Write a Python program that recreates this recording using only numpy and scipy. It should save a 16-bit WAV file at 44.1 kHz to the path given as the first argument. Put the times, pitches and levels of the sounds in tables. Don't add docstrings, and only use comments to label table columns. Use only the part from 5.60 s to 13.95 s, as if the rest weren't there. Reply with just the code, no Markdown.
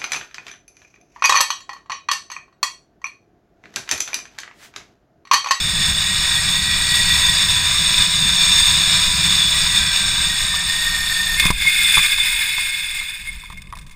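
import sys
import numpy as np
from scipy import signal
from scipy.fft import rfft, irfft, next_fast_len
from scipy.io import wavfile
from scipy.ndimage import uniform_filter1d

SR = 44100
rng = np.random.default_rng(int(sys.argv[2]) if len(sys.argv) > 2 else 0)


def to_wav(s):
    ch = np.atleast_2d(s).T
    pcm = np.round(np.clip(ch, -1, 1) * 32767)
    wavfile.write(sys.argv[1], SR, pcm.astype(np.int16))


N = 368235
TIME = np.arange(N) / SR
CATCH_S = 5.774
FASTEST_HZ, STRANDS_PER_TURN = 993, 10.7


def undb(db):
    return 10 ** (np.asarray(db) / 20)


def unit(x):
    return x / np.std(x)


def drift(rate_hz):
    hold = max(int(SR / rate_hz), 2)
    steps = np.repeat(rng.standard_normal(N // hold + 2), hold)
    return unit(uniform_filter1d(steps, hold)[rng.integers(hold):][:N])


def swell(s, length):
    return np.cos(np.pi * np.clip((TIME - s) / length, -.5, .5))


def add(out, s, sound):
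    i = int(s * SR)
    out[i:i + len(sound)] += sound[:N - i]


def noise(spectrum, skirt_db=18):
    size = next_fast_len(N, real=True)
    octave = np.log2(np.fft.rfftfreq(size, 1 / SR) + 1)
    hz, db = np.transpose(spectrum)
    outside = np.abs(octave - np.clip(octave, np.log2(hz[0]), np.log2(hz[-1])))
    gain = undb(np.interp(octave, np.log2(hz), db) - skirt_db * outside)
    return unit(irfft(rfft(rng.standard_normal(size)) * gain, size)[:N])


def ring(push, modes, size=8192):
    freq = np.fft.rfftfreq(size, 1 / SR)
    power = sum(undb(db) ** 2 / (1 + (2 * (freq - hz) / width) ** 2) ** 2 for hz, width, db in modes)
    cepstrum = irfft(np.log(power) / 2)
    cepstrum[1:size // 2] *= 2
    cepstrum[size // 2 + 1:] = 0
    response = irfft(np.exp(rfft(cepstrum)))[:size // 2]
    return signal.oaconvolve(push, response)[:len(push)]


def strike(modes, t60, scatter, size=8192):
    push = scatter * rng.standard_normal(size) * np.exp(-np.log(1000) * TIME[:size] / max(t60, .003))
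    push[0] += 1
    sound = ring(push, modes)
    return sound / np.abs(sound).max()


def waver(hz, width, steady):
    phase = 2 * np.pi * np.cumsum(hz + np.zeros(N)) / SR
    return unit((steady + drift(2 * width)) * np.sin(phase) + drift(2 * width) * np.cos(phase))


def speed(fastest_s=2.85, sag_hz_per_s2=9.3, brake_s=2.446, brake_shape=1.4, crawl_hz=41.16):
    coasting = FASTEST_HZ - sag_hz_per_s2 * (np.minimum(TIME, CATCH_S) - fastest_s) ** 2
    braking_left = np.clip(1 - (TIME - CATCH_S) / brake_s, 0, 1)
    return crawl_hz + (coasting - crawl_hz) * braking_left ** brake_shape


# frequency in Hz, width in Hz, level in dB.
HOUSING_MODES = [(670, 20, -7.5), (1000, 140, 0.5), (1106, 300, 1.5), (1840, 400, -8), (3470, 650, -16.5),
                 (10700, 1600, -20)]
def woods(db=-58):
    return undb(db) * unit(ring(rng.standard_normal(N), HOUSING_MODES))


# frequency in Hz, level in dB.
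RUMBLE_SPECTRUM = [(7.1, -24), (12, 0.5), (60, -12), (78, -28), (130, -120)]
BUFFET_SPECTRUM = [(34, -32), (58, 3), (124, -4.5), (173, -1), (189, -3), (232, -15.5), (269, -19),
                   (503, -27.5), (555, -30), (600, -25.5), (780, -44), (1320, -120)]
# centre and length in seconds, rumble and buffet change in dB.
GUSTS = [(.27, .3, 0.5, 2.5), (1.55, 0.14, 2, 4.5), (1.75, .25, 2, 1), (3.697, 0.24, -4, 3),
         (5.89, .5, 11.5, 2), (6.782, .12, 6, -0.5), (7.73, 0.27, 9, 4.5), (8.12, 0.56, 5, 7)]
def wind(gust_db=2.4, eddy_db=1.5, breeze=0.31, turn_s=4.06, turn_length_s=1.23, shelter_db=-7):
    air_db = 20 * np.log10(np.maximum(speed() / FASTEST_HZ, breeze))
    turned = np.clip((TIME - turn_s) / turn_length_s, 0, 1)
    rumble_db = -33.8 + 0.8 * air_db
    buffet_db = -30.5 + 1.23 * air_db + shelter_db * turned
    for s, length, rumble_change, buffet_change in GUSTS:
        rumble_db += rumble_change * swell(s, length)
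        buffet_db += buffet_change * swell(s, length)
    rumble = unit(noise(RUMBLE_SPECTRUM) * undb(gust_db * drift(20))) * undb(rumble_db)
    buffet = unit(noise(BUFFET_SPECTRUM) * undb(eddy_db * drift(25))) * undb(buffet_db)
    return rumble + buffet


# frequency in Hz, width in Hz, level in dB.
THUMP_MODES = [(40, 126, 1), (171, 34, -3.5), (350, 1200, -20.5)]
# start in seconds, ring and thump peaks in dB, chatter t60 in seconds.
KNOCKS = [(4.94, -17.5, -27, 0.041), (5.826, -22, -22, 0.035), (5.84, -16, -22, 0.049),
          (5.856, -13.5, -9.5, 0.06), (5.881, -18, -40, 0.11), (5.904, -8, -6, 0.048),
          (6.054, -21.5, -33, 0.046), (6.372, -8, -18, 0.061), (6.379, -8.5, -17.5, 0.05),
          (6.391, -16, -25, .04), (6.583, -22, -31, 0.046), (6.982, -18, -31, 0.048),
          (7.412, -29, -39, 0.054), (7.836, -31.5, -47, .04), (7.902, -24, -33, 0.043),
          (7.926, -31, -44, 0.041), (8.126, -22, -35, 0.038), (8.135, -22, -36, 0.048),
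          (8.167, -30, -42, 0.11)]
def knocks():
    out = np.zeros(N)
    for s, ring_db, thump_db, t60 in KNOCKS:
        add(out, s, undb(ring_db) * strike(HOUSING_MODES, t60, scatter=0.072))
        add(out, s, undb(thump_db) * strike(THUMP_MODES, t60, scatter=0.026))
    return out


# opening pitch and width in Hz, level in dB, share in the singing (0-1).
LOOSE_MODES = [(1884, 45, 0.5, 1), (4430, 150, -10.5, 0.1), (7570, 100, -17, 0), (10160, 110, -13, 0.07),
               (13870, 100, -15.5, 0.07)]
# start and length in seconds, pitch in Hz, level in dB.
SINGING_BURSTS = [(0, 0.74, 1880, -33.5), (0.695, 0.16, 1895, -26), (.84, .44, 1910, -28),
                  (1.241, 0.23, 1913, -25), (1.44, 0.33, 1915, -25), (1.742, .38, 1860, -34.5),
                  (3.901, .44, 1936, -31), (4.621, .26, 1870, -28.5), (4.828, 0.25, 1797, -30.5),
                  (5.04, 0.349, 1855, -26), (5.332, 0.52, 1815, -23.5)]
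def loose_part(steady=1.56, surge_db=1.1, fade_s=0.06):
    starts, lengths, pitches, _ = np.transpose(SINGING_BURSTS)
    bend_hz = np.interp(TIME, starts + lengths / 2, pitches) - pitches[0]
    bursts = sum(undb(db) * np.clip(np.minimum(TIME - s, s + length - TIME) / fade_s, 0, 1)
                 for s, length, _, db in SINGING_BURSTS)
    tones = sum(undb(db) * waver(hz + share * bend_hz, width, share * steady)
                for hz, width, db, share in LOOSE_MODES)
    return unit(tones * undb(surge_db * drift(14))) * bursts


# centre and length in seconds, pitch in Hz, level in dB.
SQUEALS = [(1.3, 1.1, 4460, -32), (1.75, .12, 4800, -29), (2.353, 0.19, 3575, -21.5),
           (2.364, 0.32, 2510, -28.5), (2.36, 0.27, 8470, -28), (2.87, .32, 5430, -24.5),
           (2.873, .32, 6605, -29), (3.55, .2, 4790, -31), (3.84, 0.28, 3430, -20), (4.02, 0.12, 4810, -29),
           (4.48, 0.98, 1576, -34), (4.598, .4, 3850, -34), (6.081, 0.05, 2160, -12),
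           (6.26, 0.067, 3555, -17), (6.461, 0.034, 3530, -17), (6.61, 0.039, 3545, -17),
           (7.16, .05, 3480, -25), (7.687, .04, 2160, -25), (7.687, .035, 9870, -37),
           (7.982, 0.032, 2156, -35)]
def squeals(width_hz=30, steady=1.24):
    out = np.zeros(N)
    shiver = steady + drift(2 * width_hz) + 1j * drift(2 * width_hz)
    for s, length, hz, db in SQUEALS:
        near = np.abs(TIME - s) < length / 2
        tone = unit(np.real(shiver[near] * np.exp(2j * np.pi * hz * TIME[near])))
        out[near] += undb(db) * swell(s, length)[near] * tone
    return out


# multiple of the strand rate, relative level in dB.
WHINE_PARTIALS = [(1, -24.5), (1.5, -42), (1.65, -32), (2, -24), (2.5, -29.5), (3, -29.5), (4, -30.5),
                  (5, -36)]
def whine(strand_hz, jitter=0.00296, waver_db=2, top_db=2, fall_db_per_hz=0.1, braked_db=2.8, fade_hz=385):
    slowing = strand_hz.max() / np.maximum(strand_hz, fade_hz)
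    phase = 2 * np.pi * np.cumsum(strand_hz * (1 + jitter * slowing * drift(40))) / SR
    coasting_db = fall_db_per_hz * (strand_hz - FASTEST_HZ)
    load_db = top_db + np.where(TIME < CATCH_S, coasting_db, braked_db * (slowing - 1))
    load = undb(load_db) / (1 + (fade_hz / strand_hz) ** 8)
    return load * sum(undb(db + waver_db * drift(7)) * np.sqrt(2) * np.sin(multiple * phase)
                      for multiple, db in WHINE_PARTIALS)


def rattle(strand_hz, hits_per_strand=30, grain_db=1.0, bunching=0.43, wear=0.59, mark_count=512):
    strands = np.cumsum(strand_hz) / SR
    struck = rng.random(N) < hits_per_strand * strand_hz / SR
    impacts = unit(struck * rng.standard_normal(N) / np.sqrt(strand_hz) * undb(grain_db * drift(900)))
    turns = strands / STRANDS_PER_TURN * rng.uniform(.9, 1.1)
    marks = np.floor(turns * mark_count).astype(int)
    depth = rng.standard_normal(mark_count)[marks % mark_count]
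    tread = unit(depth * np.diff(marks, prepend=0) / np.sqrt(strand_hz))
    return unit((impacts + wear * tread) * (1 + bunching * np.cos(2 * np.pi * strands)))


def body(modes, ripple, rattles, sheave_db, frame_db, split_hz=3045):
    sound = ring(ripple, modes)
    sound += sum(ring(push, modes[i::len(rattles)]) for i, push in enumerate(rattles))
    frame = signal.sosfiltfilt(signal.butter(6, split_hz, "low", fs=SR, output="sos"), sound)
    sheaves = signal.sosfiltfilt(signal.butter(6, split_hz, "high", fs=SR, output="sos"), sound)
    return unit(sheaves) * undb(sheave_db) + unit(frame) * undb(frame_db)


# frequency in Hz, width in Hz, level in dB.
TROLLEY_MODES = [(637, 48, -22.5), (772, 88, -23), (1013, 195, -18), (1192, 145, -18), (1646, 550, -15),
                 (1814, 370, -16), (2149, 150, -13.5), (2400, 274, -10.5), (2668, 250, -13.5),
                 (2926, 104, -13.5), (3457, 130, -1.5), (3597, 124, 1.5), (3767, 300, -6),
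                 (4380, 345, -12.5), (4810, 150, -10.5), (5120, 750, -16), (5393, 170, -8.5),
                 (6616, 276, -10.5), (7080, 310, -15), (7600, 410, -16), (8280, 220, -9), (8475, 173, -7),
                 (9100, 50, -18.5), (9580, 640, -23.5), (10100, 1670, -32), (13700, 1000, -33),
                 (14400, 800, -27), (14942, 80, -22)]
# time in seconds, level in dB.
SHEAVE_LEVELS = [(0, -19.5), (1.0, -18.6), (1.7, -17.3), (1.95, -17.5), (2.8, -16), (3.85, -16),
                 (4.0, -17.5), (4.5, -18.5), (4.95, -21), (5.78, -22)]
def rolling(ripple, rattles, loudest_frame_db=-25, frame_follows=0.55):
    sheave_db = np.interp(TIME, *np.transpose(SHEAVE_LEVELS))
    frame_db = loudest_frame_db + frame_follows * (sheave_db - sheave_db.max())
    return body(TROLLEY_MODES, ripple, rattles, sheave_db, frame_db)


# frequency in Hz, width in Hz, level in dB.
BRAKED_MODES = [(937, 180, -24.5), (1190, 130, -23.5), (1632, 277, -12), (1797, 220, -13), (2152, 126, 0.5),
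                (2493, 270, -3.5), (2756, 670, -20.5), (2980, 310, -22.5), (3531, 190, -1),
                (3795, 170, -11), (4360, 410, -17.5), (4800, 290, -16.5), (5090, 82, -13),
                (5340, 420, -19.5), (6750, 730, -22.5), (6780, 76, -18), (7190, 330, -19),
                (7830, 400, -22.5), (8470, 182, -7), (9116, 40, -36), (9519, 640, -20), (9770, 83, -10),
                (10319, 190, -26), (14000, 160, -29), (14300, 910, -21.5), (14400, 150, -20),
                (15900, 1100, -29)]
def braking(strand_hz, ripple, rattles, duck_s=5.915, recover_s=0.12, judder_db=1.1, stall_hz=110):
    speed_db = 20 * np.log10(strand_hz / 650)
    metal = body(BRAKED_MODES, ripple, rattles,
                 sheave_db=-16.5 + 1.29 * speed_db, frame_db=-18 + 1.05 * speed_db)
    hum = undb(-40) * ripple
    duck_db = np.where(TIME < duck_s, -8, -17.5 * np.exp(-np.abs(TIME - duck_s) / recover_s))
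    moving = 1 / (1 + (stall_hz / strand_hz) ** 2)
    return (metal + hum) * undb(duck_db + judder_db * drift(55)) * moving


# frequency in Hz, width in Hz, level in dB.
CASING_MODES = [(6040, 7300, -20.5)]
# start in seconds, peak in dB, chatter t60 in seconds.
CLANKS = [(5.797, -3, 0.058), (5.852, -4, 0.031), (5.865, -3.5, 0.04), (5.905, -7, 0.028),
          (7.797, -29, .02), (7.9, -31, .03), (7.924, -30, 0.035), (7.974, -30.5, 0.04), (8.019, -28, .025),
          (8.071, -37, 0.018), (8.103, -36, 0.011), (8.125, -31, .02), (8.153, -30, .03), (8.172, -30, .03),
          (8.187, -28.5, 0.051), (8.212, -35, 0.14), (8.265, -35.5, 0.1), (8.295, -36, 0.033),
          (8.31, -34, 0.13)]
def clanks():
    out = np.zeros(N)
    for s, db, t60 in CLANKS:
        add(out, s, undb(db) * strike(BRAKED_MODES + CASING_MODES, t60, scatter=0.58))
    return out


def trolley(restless_db=1.18, flutter_db=0.65, chatter_db=0.29, wobble=0.035):
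    strand_hz = speed()
    ripple = whine(strand_hz)
    rattles = [rattle(strand_hz) * undb(restless_db * drift(14)) for _ in range(3)]
    wheel_angle = 2 * np.pi * np.cumsum(strand_hz / STRANDS_PER_TURN) / SR
    pressure = (1 + wobble * np.sin(wheel_angle)) * undb(flutter_db * drift(45) + chatter_db * drift(130))
    free = rolling(ripple, rattles)
    braked = braking(strand_hz, ripple, rattles)
    return np.where(TIME < CATCH_S, free, braked) * pressure


def scene():
    return (trolley() + loose_part() + squeals() + clanks() + knocks() + wind() + woods())[None]


def record(dry, notch_hz=(11000, 13000), top_hz=15400):
    notch = signal.butter(3, notch_hz, "bandstop", fs=SR, output="sos")
    lowpass = signal.ellip(10, .2, 80, top_hz, fs=SR, output="sos")
    clipped = np.clip(signal.sosfilt(notch, dry), -1, 1)
    return signal.sosfilt(lowpass, clipped)


dry = scene()
out = record(dry)
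to_wav(out)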